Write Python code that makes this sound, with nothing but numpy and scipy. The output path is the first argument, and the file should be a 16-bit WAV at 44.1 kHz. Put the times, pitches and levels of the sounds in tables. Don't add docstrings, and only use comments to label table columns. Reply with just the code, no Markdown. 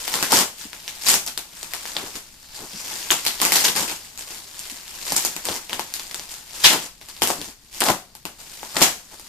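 import sys
import numpy as np
from scipy import signal
from scipy.fft import rfft, irfft, next_fast_len
from scipy.io import wavfile
from scipy.ndimage import uniform_filter1d, minimum_filter1d

SR = 44100
rng = np.random.default_rng(int(sys.argv[2]) if len(sys.argv) > 2 else 0)


def to_wav(sig):
    pcm = np.clip(np.atleast_2d(sig), -1, 1) * 32767
    pcm = np.round(pcm).astype(np.int16)
    wavfile.write(sys.argv[1], SR, pcm.T)


N = 409248
TIME = np.arange(N) / SR
SIZE = next_fast_len(N + SR)
FREQ = np.maximum(np.arange(SIZE // 2 + 1) * SR / SIZE, 1)
TOP_HZ = 14300


def undb(db):
    return 10 ** (np.asarray(db) / 20)


def unit(x):
    return x / np.sqrt(np.mean(x ** 2))


def unit_energy(x):
    return unit(x) / np.sqrt(x.shape[-1])


def curves(table):
    s, *columns = np.transpose(table)
    return np.array([np.interp(TIME, s, column) for column in columns])


def colour(points):
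    hz, db = np.transpose(points)
    return undb(np.interp(np.log(FREQ), np.log(hz), db))


def shaped(x, gain):
    return irfft(rfft(x, SIZE) * gain, SIZE)[..., :x.shape[-1]]


# f/Hz, side minus mid level/dB
SIDE_WIDTH = [(150, -19), (450, -17), (1000, -6), (2200, 0), (7000, 1), (12000, -1)]


def diffuse(size):
    mid, side = rng.standard_normal((2, size))
    width = colour(SIDE_WIDTH)
    norm = 1 / np.sqrt(1 + width ** 2)
    return shaped(mid, norm) + shaped(side, width * norm) * np.array([[1], [-1]])


def resonant_noise(hz, width_hz):
    slow = shaped(diffuse(N), 1 / (1 + (2 * FREQ / width_hz) ** 2))
    phase = 2 * np.pi * np.cumsum(hz * np.ones(N)) / SR
    return unit(slow * np.cos(phase))


# f/Hz, relative spectrum level/dB
ROOM_TONE = [(18, -28), (30, -33), (144, -8.5), (241, -12.5), (1460, -44), (1700, -36), (2840, -41),
             (4400, -17), (14000, -57)]
ROOM_TONE_DB = -58.5


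def air(level_db, draught_db=-48, draught_growth=0.19, corner_hz=45):
    room_tone = unit(shaped(diffuse(N), colour(ROOM_TONE)))
    rumble = unit(shaped(diffuse(N), FREQ / (FREQ + 10) / (1 + (FREQ / corner_hz) ** 2)))
    stir_db = draught_db + draught_growth * uniform_filter1d(level_db, size=SR // 8)
    return undb(ROOM_TONE_DB) * room_tone + undb(stir_db) * rumble


# t/s, resonance f/Hz, level/dB
SLEEVE_SLIDE = [(2.3, 4660, -66), (2.42, 4620, -58), (2.56, 4430, -47), (2.68, 4730, -52),
                (2.77, 5260, -39), (2.86, 5730, -42), (2.98, 6340, -65)]


def slide(width_hz=1500):
    hz, db = curves(SLEEVE_SLIDE)
    sliding = (TIME > SLEEVE_SLIDE[0][0]) * (TIME < SLEEVE_SLIDE[-1][0])
    return undb(db) * sliding * resonant_noise(hz, width_hz)


# t/s, level/dB, f/Hz, spread (one sigma of the swell)/s
CARTON_NUDGES = [(0.658, -42.5, 250, 0.0099), (1.75, -37.5, 1000, 0.014), (2.04, -37, 347, 0.0068),
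                 (2.163, -39.5, 260, 0.0092), (2.63, -42, 334, 0.026), (2.63, -44, 855, 0.033),
                 (2.753, -43.5, 190, .014), (2.938, -45, 230, 0.014), (3.79, -40, 189.6, 0.032),
                 (4.728, -47, 258, .01), (5.129, -35, 261, 0.0081), (5.5, -32.5, 400, .018),
                 (7.405, -41, 296.5, .025), (7.488, -44.5, 260, 0.01), (7.904, -13.5, 800, 0.0051),
                 (8.646, -48, 802, .015), (8.825, -24, 290, 0.0039)]


def nudges(width_share=0.99):
    total = 0
    for s, db, hz, spread in CARTON_NUDGES:
        swell = np.exp(-.5 * ((TIME - s) / spread) ** 2)
        total = total + undb(db) * swell * resonant_noise(hz, width_share * hz)
    return total


# f/Hz, relative level/dB, t60/s
CARTON_MODES = [(195.3, -4, 0.11), (251, -4.5, 0.12), (347, 7, 0.082), (399.3, -1, 0.13),
                (703.5, -5.5, 0.26), (789.6, -4.5, 0.23), (853, 3, 0.11), (955, 3.5, 0.074)]
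# nominal delay t/s, level/dB
FIRST_ECHOES = [(.0055, -8), (.0122, -12), (.0165, -12)]
ROOM_T60_S, ROOM_DB = .27, -3.5


def click_response(flutter_s=.0007, flutter_db=1.5, flutter_hz=900, build_s=.004,
                   carton_db=-16.5, late_db=-26, late_t60_s=.6):
    t = np.arange(SR // 2) / SR
    high_pass = signal.butter(1, flutter_hz, "high", fs=SR)
    flutter = signal.lfilter(*high_pass, diffuse(len(t)) * np.exp(-t / flutter_s))
    direct = undb(flutter_db) * unit_energy(flutter)
    direct[0, 1] += 1
    direct[1, rng.integers(3)] += 1
    direct = unit_energy(direct)
    echoes = 0
    for delay, db in FIRST_ECHOES:
        age = t - delay * (1 + .1 * rng.uniform(-1, 1))
        smear = diffuse(len(t)) * (age > 0) * np.exp(-np.abs(age) / flutter_s)
        echoes = echoes + undb(db) * unit_energy(smear)
    ring = 0
    for hz, db, t60 in CARTON_MODES:
        spot_hz = hz * (1 + 0.0047 * rng.standard_normal())
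        mode = np.sin(2 * np.pi * (spot_hz * t + rng.random()))
        ring = ring + undb(db) * mode * undb(-60 * t / t60)
    decay = undb(-60 * t / ROOM_T60_S) + undb(late_db) * undb(-60 * t / late_t60_s)
    room = unit_energy(diffuse(len(t)) * (1 - np.exp(-t / build_s)) * decay)
    return direct + echoes + undb(carton_db) * unit_energy(ring) + undb(ROOM_DB) * room


THUD_DB, BOX_DB, THUD_GROWTH = 1.5, 0.07, 1.3


def register_gains(level_db, contact_db, crisp_db):
    thud_db = THUD_DB + THUD_GROWTH * contact_db
    return undb(level_db + np.array([thud_db, BOX_DB + contact_db, 0, crisp_db]))


# t/s, level/dB
SHEET_RUSTLE = [(0, -37), (.25, -34.5), (.52, -52), (.85, -46), (1.0, -43), (1.48, -53), (1.56, -44),
                (1.85, -41), (2.15, -42.5), (2.25, -52.5), (2.48, -53), (2.57, -41), (2.68, -43.5),
                (2.92, -35), (3.0, -37.5), (3.9, -39.5), (4.0, -45.5), (4.13, -49.5), (4.5, -46.5),
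                (4.68, -41.5), (4.84, -46.5), (5.0, -39.5), (5.09, -31), (5.33, -42), (5.66, -48.5),
                (6.05, -44), (6.45, -49.5), (6.62, -35), (6.93, -59), (7.35, -41.5), (7.56, -63.5),
                (7.68, -55.5), (8.05, -61), (8.35, -59), (8.46, -47.5), (8.72, -41.5), (9.06, -54),
                (9.28, -48.5)]
# start t/s, rise/s, hold/s, level/dB, contact with the carton/dB
GRABS = [(0.107, 0.035, 0.068, -30.5, 5.5), (0.3, 0.021, 0.092, -17, 3.5), (0.549, 0.051, 0.048, -40, -6),
         (1.002, 0.029, 0.046, -32.5, -4), (1.056, 0.015, 0.078, -20.5, -1),
         (1.26, 0.0065, 0.013, -30.5, -2), (1.855, .01, .025, -38.5, 0), (1.94, 0.0089, 0.14, -44, 11),
         (2.136, 0.019, 0.013, -36.5, 1.5), (3.426, 0.011, 0.067, -27.5, 3),
         (3.515, 0.04, 0.059, -22.5, -1), (3.631, 0.011, 0.045, -20.5, 0), (3.748, 0.011, 0.069, -26, 4),
         (3.85, 0.028, 0.042, -32, 3.5), (4.173, 0.011, 0.043, -39.5, -1.5),
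         (4.268, 0.0091, 0.12, -39, 1.5), (5.152, 0.0086, 0.1, -30.5, -2.5), (5.439, 0.014, 0.12, -32, 4),
         (5.702, 0.012, 0.064, -44.5, 11), (5.93, .008, 0.022, -34.5, -7),
         (6.268, 0.038, 0.048, -38.5, -0.5), (6.635, 0.0041, 0.014, -15, -5.5),
         (6.695, .005, 0.048, -27.5, 9.5), (6.792, 0.011, 0.054, -38, 2.5), (7.07, 0.017, 0.014, -44, 0),
         (7.21, .005, .012, -37, -5), (7.268, 0.029, 0.018, -32, 8), (7.376, 0.032, 0.097, -42.5, 2.5),
         (7.704, 0.041, 0.054, -39.5, -2), (7.847, .015, .035, -28.5, 10), (7.88, .003, 0.0079, -30, 12),
         (8.379, .015, 0.021, -45.5, 3.5), (8.739, 0.036, .03, -28.5, 9), (8.808, 0.003, 0.011, -12.5, -1),
         (8.858, .01, 0.016, -43, 10), (9.108, 0.0099, 0.024, -49, 6)]
GRAB_CRISP_DB = 2.5
SAG_DB_PER_S, RELEASE_DB_PER_S = 37.5, 455
SWARM_DB, SWARM_GROWTH, SWARM_FALL_DB_PER_S = -20, 0.84, 302.5


def handling(rustle_contact_db=-1, rustle_crisp_db=2, swarm_crisp_db=0.0):
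    rustle_gains = register_gains(0, rustle_contact_db, rustle_crisp_db)
    power = np.outer(rustle_gains, undb(curves(SHEET_RUSTLE)[0])) ** 2
    age = np.arange(SR // 2) / SR
    bursts = []
    for s, rise, hold, db, contact_db in GRABS:
        sag_db = SAG_DB_PER_S * np.maximum(age - rise, 0)
        release_db = RELEASE_DB_PER_S * np.maximum(age - rise - hold, 0)
        envelope = np.minimum(age / rise, 1) * undb(-sag_db - release_db)
        bursts.append((s, register_gains(db, contact_db, GRAB_CRISP_DB), envelope))
    for s, db, contact_db, _, _ in FILM_SNAPS:
        gains = register_gains(SWARM_DB + SWARM_GROWTH * db, contact_db / 2, swarm_crisp_db)
        bursts.append((s, gains, undb(-SWARM_FALL_DB_PER_S * age)))
    for s, gains, envelope in bursts:
        start = int(s * SR)
        power[:, start:start + len(age)] += np.outer(gains, envelope[:N - start]) ** 2
    return np.sqrt(power)


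def buckles(hz, ring_db, q):
    t = np.arange(SR // 150) / SR
    hz = np.reshape(hz, (-1, 1))
    damping = np.pi * hz / q
    ring = 2 * damping / SR * np.exp(-damping * t) * np.cos(2 * np.pi * hz * t)
    force = undb(ring_db) * ring
    force[:, 0] += 1
    return force


def crinkle(level_db, count, rate=600, rate_growth=.08, scatter_db=2.5, ring_db=7, q=7, rub_db=-6, rub_fall=0.3):
    effort_db = level_db + 40
    chance = np.clip(rate * undb(rate_growth * effort_db) / SR, 1e-4, 1)
    scatter = unit(undb(scatter_db * np.clip(rng.standard_normal(N), -2, 2)))
    sizes = scatter * rng.choice([-1, 1], N) / np.sqrt(chance)
    pocket_hz = 900 * 10 ** rng.random(N)
    spot = rng.integers(count, size=N)
    starts = np.flatnonzero(rng.random(N) < chance)
    force = unit_energy(buckles(pocket_hz[starts], ring_db, q)) * sizes[starts, None]
    rub_gain = undb(rub_db - rub_fall * np.maximum(effort_db, -10))
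    out = rub_gain * rng.standard_normal((count, N)) / np.sqrt(count)
    places = np.minimum(starts[:, None] + np.arange(force.shape[1]), N - 1)
    np.add.at(out, (spot[starts, None], places), force)
    return out


# t/s, level over 1 ms/dB, contact with the carton/dB, crispness/dB, ring of the film f/Hz
FILM_SNAPS = [(0.0792, -13.5, -4.5, -3, 775), (.1407, -12, -4, -5, 7300), (0.2272, -6.5, 1.5, -2, 1690),
              (.322, -18, 8.5, 12, 850), (0.3275, -14.5, 12.5, -5, 930), (0.7318, -26, 0.5, -4, 2250),
              (0.879, -16.5, -9, -9, 6000), (1.086, -4.5, -5, 2, 8000), (1.1412, -10.5, 3, 4, 6370),
              (1.2641, -28, 0, 5.5, 8200), (1.3766, -19.5, 1.5, 4, 3860), (1.6304, -24.5, 0.5, -1, 7540),
              (1.7361, -17, -11, -0.5, 1930), (1.855, -23, 1, -5, 1700), (1.9666, -12.5, -1, -23, 3540),
              (3.105, -4.5, -2.5, -13, 3100), (3.1097, -12.5, 3, 7, 7040), (3.1189, -10.5, 3, -7, 1150),
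              (3.19, -21.5, -9, -13, 8740), (3.2513, -19, -2, 3, 2300), (3.265, -5.5, -4.5, -1.5, 4250),
              (3.4015, -17.5, 0, -5, 3200), (3.416, -7, 2, 3.5, 1080), (3.4514, -9, 3.5, 3.5, 2180),
              (3.5208, -4.5, 0, 2.5, 2060), (3.557, -5, 0, 4, 4250), (3.6518, -8, -2.5, -11, 5860),
              (3.6838, -15.5, 0.5, -2, 2850), (3.7625, -10.5, -3, -6, 1140), (3.8806, -15.5, -8, -12, 2500),
              (4.1764, -29.5, -6, -1, 6760), (4.5931, -32.5, -12, 7, 8100), (4.6992, -24.5, -12, -3, 9200),
              (4.88, -30.5, -19, -3, 5700), (5.1217, -21.5, 11, 11, 815), (5.165, -23.5, 10.5, 16, 7400),
              (5.2501, -16.5, 4.5, 6.5, 6900), (5.365, -21.5, 4.5, 1, 2230), (5.454, -21.5, -7, 1.5, 8240),
              (5.4871, -14, 2, -9, 725), (5.6959, -21.5, 2, -3, 2450), (5.731, -15.5, 1, -5.5, 3100),
              (5.7949, -14.5, 3, -4, 930), (5.9391, -31, 1, 13.5, 4240), (5.9965, -21, -5, -4, 1240),
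              (6.112, -25, -3, -5, 2010), (6.145, -22, 0, 0, 7320), (6.1959, -25, 0.5, -4, 5950),
              (6.6446, 8.5, -8, -20, 3260), (6.6523, 7, -7.5, -14, 5300), (6.6571, 4, -20, -16, 4670),
              (6.7297, -12.5, 3, -2, 895), (6.748, -16, 7, -10, 870), (7.0137, -32.5, 4, -1, 2120),
              (7.1658, -31.5, -3, -4, 4560), (7.22, -4.5, 4.5, -1.5, 3070), (7.2329, -19, -5, 10, 820),
              (7.274, -15, 0.5, 3.5, 8700), (7.3028, -16, 9, -6, 676), (7.4154, -23.5, -4, -1, 3300),
              (7.805, -21, -6, 8.5, 8950), (7.809, -9.5, -1.5, -9, 8000), (7.819, -6.5, 4.5, -12, 750),
              (7.839, -19, 3, 9.5, 725), (7.8868, -6.5, 7, -10, 750), (7.9027, -27, 17, 14, 780),
              (8.152, -35.5, 1, 5.5, 856), (8.2536, -21.5, 7, -0.5, 2800), (8.631, -27.5, 7, -13, 835),
              (8.7673, -8.5, 1.5, -15, 1810), (8.8165, -4, 5.5, -15, 720), (8.8202, 3, -1, -4.5, 6700),
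              (9.1971, -38, 5, 3, 9100)]


def snaps(count, ring_db=3, q=5):
    out = np.zeros((count, len(REGISTER_CENTRES), N), np.float32)
    for (s, *levels, hz), spot in zip(FILM_SNAPS, rng.integers(count, size=len(FILM_SNAPS))):
        force = np.sqrt(SR / 1000) * buckles(hz, ring_db, q)
        start = int(s * SR)
        out[spot, :, start:start + force.size] += np.outer(register_gains(*levels), force)
    return out


REGISTER_CENTRES = [260, 820, 2700, 8000]
# f/Hz, relative spectrum level/dB
WRAP_COLOUR = [(40, -45), (70, -18), (120, -15.5), (180, -5.5), (280, -8), (400, -7), (700, -4.5),
               (1400, -4.5), (3000, -3), (4200, -4), (7400, -3), (9700, -6.5), (14000, -8)]


def wrap(gains, level_db, count=7, sparkle_db=3, sparkle_hz=9500):
    rows = np.eye(len(REGISTER_CENTRES))
    registers = np.array([np.interp(np.log(FREQ), np.log(REGISTER_CENTRES), row) for row in rows])
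    registers = registers ** 2 / np.sum(registers ** 2, axis=0)
    film = colour(WRAP_COLOUR) * (FREQ < TOP_HZ + 1000)
    sparkle = undb(sparkle_db / (1 + (sparkle_hz / FREQ) ** 6))
    total = 0
    for big, small in zip(snaps(count), crinkle(level_db, count)):
        spectra = rfft(big, SIZE) * sparkle + rfft(small * gains, SIZE)
        force = np.sum(spectra * registers, axis=0)
        total = total + force * rfft(click_response(), SIZE)
    return irfft(total * unit(film), SIZE)[:, :N]


# f/Hz, left minus right level/dB
LEFT_LEAN = [(60, 3.2), (125, 7.5), (250, 3.3), (500, 5.3), (1000, 4), (3000, 3.7), (9000, 1.2)]


def scene():
    gains = handling()
    level_db = 20 * np.log10(gains[2])
    lean = colour(LEFT_LEAN)
    ports = np.array([lean, np.ones_like(lean)]) * np.sqrt(2 / (1 + lean ** 2))
    return shaped(air(level_db) + slide() + nudges() + wrap(gains, level_db), ports)


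def record(dry):
    ceiling = 2.2
    allowed = np.minimum(1, ceiling / (np.abs(dry).max(axis=0) + 1e-9))
    ducked = dry * uniform_filter1d(minimum_filter1d(allowed, size=41), size=41)
    rounded = ducked / (1 + (ducked / .9) ** 4) ** (1 / 4)
    top_cut = signal.ellip(10, .2, 60, TOP_HZ, fs=SR, output="sos")
    return signal.sosfilt(top_cut, rounded)


dry = scene()
out = record(dry)
to_wav(out)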